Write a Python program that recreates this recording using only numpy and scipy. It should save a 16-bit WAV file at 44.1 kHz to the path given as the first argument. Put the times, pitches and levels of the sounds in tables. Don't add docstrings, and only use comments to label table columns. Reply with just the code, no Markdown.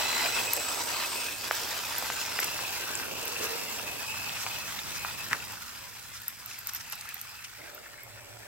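import sys
import numpy as np
from scipy import signal
from scipy.fft import rfft, irfft, next_fast_len
from scipy.io import wavfile
from scipy.ndimage import uniform_filter1d, map_coordinates

SR = 44100
rng = np.random.default_rng(int(sys.argv[2]) if len(sys.argv) > 2 else 0)


def dump(signal):
    limited = np.clip(np.atleast_2d(signal).T, -1, 1)
    pcm = np.round(limited * 32767).astype(np.int16)
    wavfile.write(sys.argv[1], SR, pcm)


N = 373515
TIME_S = np.arange(N) / SR

# frequency in Hz, relative density in dB.
GUST_SPECTRUM = [(20, -30), (40, -20), (65, -1.5), (110, 1), (160, -3.5), (220, -6), (300, -13), (700, -18),
                 (2000, -26)]
STEADY_SPECTRUM = [(20, -12), (40, -1), (62, 4), (100, -2), (160, -13), (220, -17), (300, -36), (700, -38)]
# time in seconds, relative level in dB.
GUST_DB = [(0, -57.5), (1.1, -65), (1.8, -60.5), (4.9, -56.5), (5.35, -56.5), (6, -67), (6.8, -65.5),
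           (7.6, -72)]
# centre in Hz, width in Hz, relative level in dB.
HUM_BANDS = [(417, 200, -9), (591, 33, -3), (660, 180, -4.5)]
# time in seconds, gain in dB.
HUM_DB = [(7.56, -90), (7.59, -54), (7.8, -56), (7.88, -60.5), (8.0, -60.5), (8.12, -59), (8.47, -55.5)]

# time in seconds, distance in metres.
DISTANCE_M = [(0, 2.11), (2.5, 2.18), (4.2, 2.58), (5.2, 3), (5.8, 4.4), (7.3, 5.2), (7.95, 11.2),
              (8.47, 8.3)]
# time in seconds, left-ear lag in samples.
LEFT_LAG_SAMPLES = [(0, 1.5), (1, -1), (2.2, 1), (2.8, 3.5), (5.5, 2.5), (7, 2), (8.47, 4.5)]
# time in seconds, strength in dB.
SHAKE_DB = [(0, 1), (.39, 0.5), (.48, -4.5), (1.03, -2.5), (1.3, -6), (1.415, -11), (1.47, -4.5),
            (1.53, -4), (2.15, -4.5), (2.95, -5), (3.1, -8.5), (3.44, -4), (3.95, -7.5), (4.4, -5.5),
            (5.3, -6.5), (6.3, -11), (6.85, -8.5), (7.45, -9), (7.5, -9.5), (7.62, -6.5), (8.47, -9.5)]
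# near level in dB, share of the shaking, dB per doubling of distance.
RATTLE_LAW, CHATTER_LAW = (-34, 1.123, -4), (-49.5, 0.7, -2)
HISS_LAW, FIZZ_LAW = (-33.5, 0.69, -6.5), (-39, 0.32, -7)

# centre in Hz, width in Hz, relative level in dB.
LOOSE_MODES = [(1437, 200, 4.5), (1800, 170, 0.5), (2200, 400, -5.5)]
# start in seconds, ring peak in dB, pitch in Hz.
LOOSE_TAPS = [(4.179, -36, 3800), (4.790, -27, 3700), (5.402, -31, 2700), (5.627, -37, 2100),
              (6.511, -36.5, 2630), (6.5417, -35, 2280), (6.666, -41, 1480), (6.691, -35, 1360),
              (6.7503, -39, 1350), (6.887, -39, 2550), (6.914, -42, 1910), (6.927, -41, 1110),
              (6.932, -35, 2860), (7.0555, -34, 1350), (7.071, -40, 2600), (7.108, -37, 2630),
              (7.122, -37, 1300), (7.166, -34, 1900), (7.2506, -40, 1280), (7.390, -39, 2540),
              (7.446, -40, 2750), (7.532, -41, 1520), (7.8603, -38, 1750), (7.941, -39, 1830),
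              (7.985, -42, 2220), (8.02, -42, 2150), (8.165, -43, 1800), (8.195, -46, 1810)]
# centre in seconds, level in dB, half-length in seconds.
SAND_PATCHES = [(2.435, -32.5, 0.012), (3.442, -34, 0.036), (4.418, -37, 0.045), (4.959, -36, 0.029),
                (5.3316, -23, 0.0012), (6.158, -42, 0.038), (6.522, -44, 0.061), (6.693, -34.5, 0.0094),
                (6.76, -38.5, 0.022), (6.808, -39.5, 0.014), (6.927, -40.5, 0.021), (7.448, -37.5, 0.0093)]
# start in seconds, relative level in dB, ring in Hz, crack trim in dB.
GRIT_SNAPS = [(0.534, -16, 12650, -1.5), (0.5654, -26, 12400, 2), (1.5494, -29, 14100, -20),
              (1.9827, -21.5, 13500, -11), (2.3865, -31, 13000, -20), (2.401, -25, 13000, 0),
              (2.4434, -25.5, 12400, 2), (2.953, -23.5, 7540, -6), (3.2543, -28, 12900, -13),
              (3.279, -31, 12600, 7), (3.4406, -31, 12400, -10), (6.218, -38, 13700, -13),
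              (6.2813, -20, 12600, -9), (6.4602, -30.5, 13400, -8), (6.5889, -32, 13300, -7),
              (6.671, -27, 13500, 0), (6.6917, -33, 12300, -2), (6.7355, -27, 13500, -7),
              (6.7475, -28, 12900, -14), (6.762, -33, 13100, -3), (6.8992, -33, 12600, -12),
              (6.924, -29.5, 12400, 0), (6.954, -36, 12800, -10), (7.0108, -37, 13100, 11),
              (7.09, -34.5, 12900, 2), (7.1425, -30, 13500, -9), (7.214, -31, 13500, 0),
              (7.7473, -39, 14400, -16), (8.033, -38, 13500, -12)]
# centre in seconds, level in dB, half-length in seconds, pitch in Hz,
# width in Hz.
ROUGH_PATCHES = [(0.252, -37, 0.024, 653, 300), (0.936, -37.5, 0.011, 773, 500),
                 (2.428, -33, 0.0086, 1700, 2400), (3.428, -38.5, 0.037, 460, 220),
                 (4.145, -36.5, 0.0047, 1140, 1200), (4.369, -38, .008, 2450, 900),
                 (4.79, -42, .012, 2300, 2000), (5.318, -37.5, 0.014, 1850, 900),
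                 (5.336, -35, 0.021, 1380, 1200), (6.935, -47, 0.011, 1150, 700),
                 (7.08, -46, 0.019, 1730, 600), (7.454, -48, 0.017, 2720, 1100),
                 (8.074, -49, 0.012, 750, 500)]
# start in seconds, peak in dB, clack pitch in Hz, width in Hz, thud pitch in Hz,
# thud against clack in dB.
BUMPS = [(1.025, -25, 980, 800, 650, 2), (1.5109, -9.5, 1300, 800, 730, 3.5),
         (2.025, -23.5, 840, 700, 650, -7), (2.1014, -17.5, 1050, 1400, 700, 4),
         (2.3896, -12.5, 1800, 1500, 1200, -1), (2.3916, -14.5, 1490, 1200, 560, 0),
         (2.4307, -21, 1700, 1200, 950, 3), (2.591, -22.5, 1280, 1200, 850, 2),
         (4.2945, -20, 3100, 1310, 2500, -6), (4.465, -18, 2300, 800, 925, 8),
         (5.0484, -19, 1180, 600, 880, -1), (5.318, -37, 225, 70, 105, 12),
         (5.331, -9.5, 1740, 520, 1335, -1), (7.01, -32, 4220, 1800, 2600, -4.5)]

# frequency in Hz, relative density in dB.
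ROAR_SPECTRUM = [(120, -28), (230, -4), (400, 0.5), (600, 2), (850, -3.5), (1500, -29)]
HISS_SPECTRUM = [(1500, -19), (2900, -4.5), (3400, -2), (3750, -3), (4050, 0), (4350, -2.5), (4750, 1),
                 (5450, 1.2), (6000, -1), (6600, -3.5), (7200, -2), (8200, -2.5), (8900, -12), (11000, -17),
                 (16000, -9)]
FIZZ_SPECTRUM = [(5000, -14), (8500, -2), (10000, 0.5), (11700, -2.5), (12400, 3), (13700, 4), (14400, -3),
                 (16000, -2)]
SAND_SPECTRUM = [(300, -27), (700, -6), (1300, 13.5), (3000, 9.5), (4400, 8.5), (5500, 16.5), (7000, 10),
                 (10000, 4), (13000, 4), (16000, -19)]
# time in seconds, level in dB.
ROAR_DB = [(0, -43), (.6, -45.5), (1.12, -47), (1.24, -45.5), (1.42, -51.5), (1.55, -48.5), (2.6, -48.5),
           (3.0, -46.5), (3.45, -47), (3.7, -45.5), (3.95, -46), (4.05, -55), (5.4, -55.5), (5.65, -64.5),
           (6.3, -71), (8.47, -71)]
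# time in seconds, pitch in Hz, level in dB.
MOTOR_WHINE = [(0, 7580, -44), (.3, 7850, -43), (.68, 8000, -38.5), (.98, 8000, -45), (1.18, 8370, -42.5),
               (1.42, 8460, -52), (1.7, 8000, -74), (4.1, 8230, -53), (5.5, 7860, -61), (8.47, 7950, -60.5)]

# centre in seconds, relative level in dB,
# half-length in seconds, pitch in Hz.
MODE_SWELLS = [(0.167, -38, 0.22, 4020), (0.195, -45, 0.33, 2010), (0.844, -46.5, 0.17, 947),
               (0.996, -44.5, 0.074, 4150), (2.164, -47, 0.17, 1555), (2.17, -45, 0.09, 6980),
               (2.28, -48, 0.11, 5560), (2.92, -45, 0.13, 1557), (3.494, -48, 0.24, 462),
               (4.092, -49.5, 0.081, 876), (5.834, -59.5, 0.04, 573), (5.85, -57, 0.07, 980),
               (7.313, -55, 0.062, 5050), (8.01, -54, 0.06, 2150), (8.18, -60, 0.046, 1810)]
# centre in Hz, width in Hz, relative level in dB.
FRAME_MODES = [(961, 70, -16), (1394, 200, -15.5), (1575, 89, -15.5), (2030, 160, -27), (3480, 90, -20.5),
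               (4000, 120, -30), (4800, 270, -21), (5500, 280, -20), (6880, 150, -20)]
# time in seconds, relative level in dB, pitch in Hz, clear-tone share 0-1.
FRAME_RING = [(0, -40, 2610, 0.3), (.14, -36.5, 2570, 0.8), (.21, -45, 2580, 0.7), (.32, -37.5, 2620, 0.2),
              (.39, -32.5, 2590, 0.4), (.43, -44, 2590, .6), (.49, -34, 2560, .8), (.54, -47, 2580, .6),
              (.59, -40.5, 2560, .65), (.73, -43, 2540, 0.7), (.85, -55, 2520, .4), (.93, -40.5, 2520, .75),
              (1.05, -41.5, 2570, .75), (1.1, -58, 2620, .4), (1.17, -41, 2600, .7),
              (1.25, -37.5, 2560, 0.75), (1.3, -43.5, 2560, 0.54), (1.42, -45.5, 2590, 0.6),
              (1.6, -47, 2550, .4), (1.72, -46, 2590, 0.3), (1.9, -51, 2540, .1), (2.3, -45, 2610, 0),
              (2.48, -39.5, 2720, 0), (2.62, -42.5, 2590, 0.4), (3.0, -44, 2640, 0),
              (3.4, -40.5, 2630, .15), (3.8, -43.5, 2700, 0.1), (3.846, -48, 2580, 0.4),
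              (3.885, -35.5, 2560, .7), (3.932, -46, 2560, 0.8), (3.984, -39.5, 2575, .7),
              (4.054, -42, 2540, 0.6), (4.13, -38, 2605, 0.6), (4.27, -39.5, 2593, 0.85),
              (4.386, -46, 2540, .6), (4.434, -48, 2580, .6), (4.47, -44, 2550, 0.7),
              (4.64, -42, 2590, 0.6), (4.75, -52, 2530, .4), (4.8, -45, 2550, .6), (4.87, -55, 2550, .4),
              (4.95, -44, 2540, .3), (5.09, -41.5, 2500, 0.7), (5.16, -47, 2570, .6),
              (5.21, -38.5, 2617, 0.7), (5.26, -56, 2590, .2), (5.42, -50, 2630, 0.1), (5.6, -58, 2610, .1),
              (6.4, -60, 2600, .1), (6.75, -56, 2610, 0.26), (7.09, -48.5, 2600, 0.3), (7.2, -58, 2570, .4),
              (7.42, -51, 2600, .6), (7.52, -64, 2600, .2), (8.47, -72, 2560, .1)]
# frequency in Hz, relative density in dB.
RATTLE_NEAR_SPECTRUM = [(200, -25), (500, -15.5), (650, -6.5), (900, 0.5), (1500, -4), (2200, -3.5),
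                        (2900, -4), (3800, -8), (7000, -20)]
RATTLE_FAR_SPECTRUM = [(300, -17.5), (600, -16), (850, -2), (1100, -3.5), (1350, 1), (1900, 0), (2400, 0),
                       (3000, -6.5), (7000, -15.5)]

# frequency in Hz, correlation 0-1.
EAR_CORRELATION = [(50, 1), (300, 0.13), (600, 0.35), (1200, 0.49), (2600, 0.56), (5000, 0.42),
                   (9000, 0.048), (14000, 0.23)]
# frequency in Hz, left minus right in dB.
PORT_BALANCE_DB = [(60, -5.5), (110, 0), (200, -9), (380, -6), (700, -3.5), (1290, -0.5), (2380, 1.5),
                   (4400, -0.5), (8120, -1), (15000, -1.5)]

FFT_SIZE = next_fast_len(N)
BINS_HZ = np.fft.rfftfreq(FFT_SIZE, 1 / SR)


def gain_of(db):
    return 10 ** (np.asarray(db) / 20)


def unit_rms(x):
    return x / np.sqrt(np.mean(x ** 2) + 1e-20)


def at_bins(rows):
    hz, value = np.transpose(rows)
    return np.interp(np.log(BINS_HZ + 1), np.log(hz + 1), value)


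def curve(rows, column=1):
    rows = np.asarray(rows)
    return np.interp(TIME_S, rows[:, 0], rows[:, column])


def add(mix, start_s, sound):
    part = mix[:, max(round(start_s * SR), 0):][:, :sound.shape[-1]]
    part += sound[..., :part.shape[1]]


def colour(x, spectrum):
    return unit_rms(irfft(rfft(x, FFT_SIZE) * gain_of(at_bins(spectrum)), FFT_SIZE)[..., :N])


def drift(slow_hz, fast_hz):
    t = TIME_S[::64]
    rates_hz = np.geomspace(slow_hz, fast_hz, 40) * rng.uniform(.9, 1.1, 40)
    wave = sum(np.sin(2 * np.pi * (hz * t + rng.random())) for hz in rates_hz)
    return unit_rms(np.interp(TIME_S, t, wave))


def ear_noise(envelope=1):
    a, b = rfft(envelope * rng.standard_normal((2, N)), FFT_SIZE)
    likeness = np.clip(at_bins(EAR_CORRELATION), 0, 1)
    shared, apart = np.sqrt((1 + likeness) / 2) * a, np.sqrt((1 - likeness) / 2) * b
    return irfft(np.array([shared + apart, shared - apart]), FFT_SIZE)[:, :N]


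def grains(per_s, spread_db):
    size = gain_of(spread_db * np.minimum(rng.exponential(1, N), 4))
    hits = rng.random(N) < per_s / SR
    return unit_rms(ear_noise(size * hits))


def patchy(x, depth_db):
    frames = signal.stft(x, nperseg=512)[2]
    patches = uniform_filter1d(rng.standard_normal(frames.shape[1:]), size=3, axis=0)
    patches = unit_rms(uniform_filter1d(patches, size=12, axis=1))
    return signal.istft(frames * gain_of(depth_db * patches), nperseg=512)[1][:, :N]


def resonate(x, hz, width_hz):
    carrier = np.exp(2j * np.pi * np.cumsum(hz * np.ones(x.shape[-1])) / SR)
    pole = np.exp(-np.pi * width_hz / SR)
    smoothed = signal.lfilter([1], np.poly([pole, pole]), x * carrier.conj() + 1e-18)
    return unit_rms((carrier * smoothed).real)


def bandpass(x, low_hz, high_hz):
    return signal.sosfilt(signal.butter(2, [low_hz, high_hz], "bandpass", fs=SR, output="sos"), x)


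def doublings(near_m=1.934):
    return np.log2(curve(DISTANCE_M) / near_m)


def rolling_db(law, shake_db):
    near_db, share, per_doubling_db = law
    return near_db + share * shake_db + per_doubling_db * doublings()


def outdoor_rumble(steady_db=-65):
    gusts = colour(rng.standard_normal((2, N)), GUST_SPECTRUM) * gain_of(curve(GUST_DB) + 6.5)
    return gusts + colour(rng.standard_normal((2, N)), STEADY_SPECTRUM) * gain_of(steady_db)


def far_hum(drone_db=-65, swell_db=9, swell_at_s=7.98, rise_s=0.081):
    air = ear_noise()
    waver = 1 + 0.021 * drift(2, 12)
    swell = np.clip((TIME_S - swell_at_s) / rise_s, 0, 1)
    drone_hz = 111 * (1 + 0.038 * drift(3, 16))
    drone = resonate(air, drone_hz, width_hz=15) * gain_of(drone_db + swell_db * swell)
    note = sum(gain_of(db) * resonate(air, hz * waver, width_hz) for hz, width_hz, db in HUM_BANDS)
    rush = gain_of(-1.5) * colour(ear_noise(), ROAR_SPECTRUM)
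    return drone + (note + rush) * gain_of(curve(HUM_DB))


def chatter(shake_db, flutter_db=11):
    strikes, parts = grains(per_s=220, spread_db=-1.3), 0
    for hz, width_hz, db in LOOSE_MODES:
        bursts = gain_of(flutter_db * np.minimum(drift(6.5, 35), 1.2))
        parts += gain_of(db) * resonate(strikes * bursts, hz, width_hz)
    return unit_rms(parts) * gain_of(rolling_db(CHATTER_LAW, shake_db))


def taps(contact_s=0.0013, click_db=-12):
    out, t = np.zeros((2, N)), np.arange(1500) / SR
    for start_s, db, hz in LOOSE_TAPS:
        contact = rng.standard_normal((2, len(t))) * np.exp(-t / contact_s)
        contact = contact + 0.36 * contact[::-1]
        ring = resonate(contact, hz, width_hz=320)
        click = bandpass(contact, 1000, 5500)
        tap = ring / abs(ring).max() + gain_of(click_db) * click / abs(click).max()
        add(out, start_s, gain_of(db) * tap)
    return out


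def scrunches():
    swell = sum(gain_of(db) * np.exp(-2 * ((TIME_S - centre_s) / half_s) ** 2)
                for centre_s, db, half_s in SAND_PATCHES)
    return swell * colour(grains(per_s=14000, spread_db=3.5), SAND_SPECTRUM)


def snap(relative_db, hz, crack_trim_db=0):
    t = np.arange(1500) / SR
    ring_noise, crack_noise = rng.standard_normal((2, 2, len(t)))
    fade = np.exp(-t / 0.0017) + 0.1 * np.exp(-t / 0.026)
    ring = resonate((ring_noise + 0.084 * ring_noise[::-1]) * fade, hz, width_hz=1300)
    crack = bandpass((crack_noise + 0.23 * crack_noise[::-1]) * fade, 4700, 10500)
    crack *= gain_of(crack_trim_db - 4) / abs(crack).max()
    return gain_of(relative_db + 7) * (ring / abs(ring).max() + crack)


def grit(shake_db, small_per_s=6.9, spread_db=9):
    out, small_db = np.zeros((2, N)), rolling_db(FIZZ_LAW, shake_db) - 0.5
    for start_s, db, hz, crack_trim_db in GRIT_SNAPS:
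        add(out, start_s, snap(db, hz, crack_trim_db))
    for when, size, pitch in rng.random((round(small_per_s * N / SR), 3)):
        at = int(when * N)
        add(out, at / SR, snap(small_db[at] + spread_db * (2 * size - 1), hz=12300 + 1600 * pitch))
    return out


def judders():
    out, shake = np.zeros((2, N)), grains(per_s=5000, spread_db=3)
    for centre_s, db, half_s, hz, width_hz in ROUGH_PATCHES:
        span = abs(TIME_S - centre_s) < 3 * half_s
        swell = gain_of(db) * np.exp(-((TIME_S[span] - centre_s) / half_s) ** 2)
        out[:, span] += swell * resonate(shake[:, span], hz, width_hz)
    return out


def knocks(shudder_gain=0.011, shudder_s=0.028):
    out, t = np.zeros((2, N)), np.arange(4000) / SR
    for start_s, db, hz, width_hz, thud_hz, thud_db in BUMPS:
        swing = np.sin(2 * np.pi * hz * t) + gain_of(thud_db) * np.sin(2 * np.pi * thud_hz * t)
        clack = np.diff(t * np.exp(-np.pi * width_hz * t) * swing, prepend=0)
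        clack = bandpass(clack, 0.61 * thud_hz, 7000)
        shudder = shudder_gain * rng.standard_normal((2, len(t))) * np.exp(-t / shudder_s)
        shudder[:, 0] += 1
        knock = signal.fftconvolve(shudder, clack[None] / abs(clack).max(), axes=1)
        add(out, start_s, gain_of(db) * knock)
    return out


def tyres(shake_db):
    jolt = drift(11, 80)
    roar = colour(patchy(grains(per_s=3000, spread_db=-0.1), depth_db=2), ROAR_SPECTRUM)
    roar *= gain_of(curve(ROAR_DB) + 0.56 * jolt + 0.9 * drift(6, 22))
    hiss = colour(patchy(grains(per_s=11000, spread_db=-0.5), depth_db=2.5), HISS_SPECTRUM)
    hiss *= gain_of(rolling_db(HISS_LAW, shake_db) + jolt + drift(50, 130))
    fizz = colour(patchy(grains(per_s=20000, spread_db=4), depth_db=3), FIZZ_SPECTRUM)
    fizz *= gain_of(rolling_db(FIZZ_LAW, shake_db) + 1.1 * jolt)
    return roar + hiss + fizz


def motor(fuzz_hz=330):
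    whine_hz = curve(MOTOR_WHINE) * (1 + 0.0035 * drift(0.45, 36))
    carrier = np.exp(2j * np.pi * np.cumsum(whine_hz) / SR)
    lowpass = signal.butter(2, fuzz_hz, fs=SR, output="sos")
    fuzz = signal.sosfilt(lowpass, ear_noise() + 1j * ear_noise())
    whine = unit_rms((carrier * fuzz).real * gain_of(2 * drift(6.8, 90)))
    return whine * gain_of(curve(MOTOR_WHINE, column=2))


def frame_swells(width_share=0.057):
    out, shake = np.zeros((2, N)), ear_noise()
    for centre_s, db, half_s, hz in MODE_SWELLS:
        span = abs(TIME_S - centre_s) < 2 * half_s
        swell = gain_of(db + 1) * np.exp(-((TIME_S[span] - centre_s) / half_s) ** 2)
        out[:, span] += swell * resonate(shake[:, span], hz, width_share * hz)
    return out


def frame_ring(rubbing, mesh):
    ring_hz = curve(FRAME_RING, column=2) * (1 + 0.0027 * drift(1.4, 30))
    rasp = resonate(rubbing * gain_of(3.1 * drift(6.5, 70)), ring_hz, width_hz=360)
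    tone = resonate(ear_noise() * mesh, ring_hz, width_hz=95)
    tone = unit_rms(tone * gain_of(2 * drift(5, 30)))
    clear = curve(FRAME_RING, column=3)
    return (np.sqrt(1 - clear) * rasp + np.sqrt(clear) * tone) * gain_of(curve(FRAME_RING) - 1.5)


def drive(shake_db, tooth_hz=104, far_doublings=1.7):
    teeth = np.cumsum(tooth_hz * (1 + 0.0962 * drift(0.44, 11))) / SR
    mesh = unit_rms(1 + 0.11 * np.cos(2 * np.pi * teeth))
    blows = grains(per_s=11000, spread_db=1.7) * mesh * gain_of(1.24 * drift(22, 90))
    blows = patchy(blows, depth_db=2.5)
    far = np.clip(doublings() / far_doublings, 0, 1)
    rattle = (1 - far) * colour(blows, RATTLE_NEAR_SPECTRUM) + far * colour(blows, RATTLE_FAR_SPECTRUM)
    rattle *= gain_of(1.08)
    rubbing = ear_noise() * mesh
    for hz, width_hz, db in FRAME_MODES:
        mode_db = db + 1.5 - 0.5 * drift(0.7, 3) - 9.4 * far
        rattle += gain_of(mode_db) * resonate(rubbing, hz, width_hz)
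    return rattle * gain_of(rolling_db(RATTLE_LAW, shake_db)) + frame_ring(rubbing, mesh)


def scene(jolt_db=0.94):
    shake_db = curve(SHAKE_DB) + jolt_db * drift(4, 16)
    scooter = drive(shake_db) + frame_swells() + chatter(shake_db) + motor() + tyres(shake_db)
    left, right = scooter + scrunches() + judders() + knocks() + taps() + grit(shake_db)
    left = map_coordinates(left, [np.arange(N) - curve(LEFT_LAG_SAMPLES)], order=5)
    return np.array([left, right]) + outdoor_rumble() + far_hum()


def record(dry):
    balance_db = at_bins(PORT_BALANCE_DB)
    heard = irfft(rfft(dry, FFT_SIZE) * gain_of([balance_db / 2, -balance_db / 2]), FFT_SIZE)[:, :N]
    lowpass = signal.firwin(511, cutoff=15900, window=("kaiser", 9), fs=SR)
    return signal.oaconvolve(heard, lowpass[None], "same")


dry = scene()
out = record(dry)
dump(out)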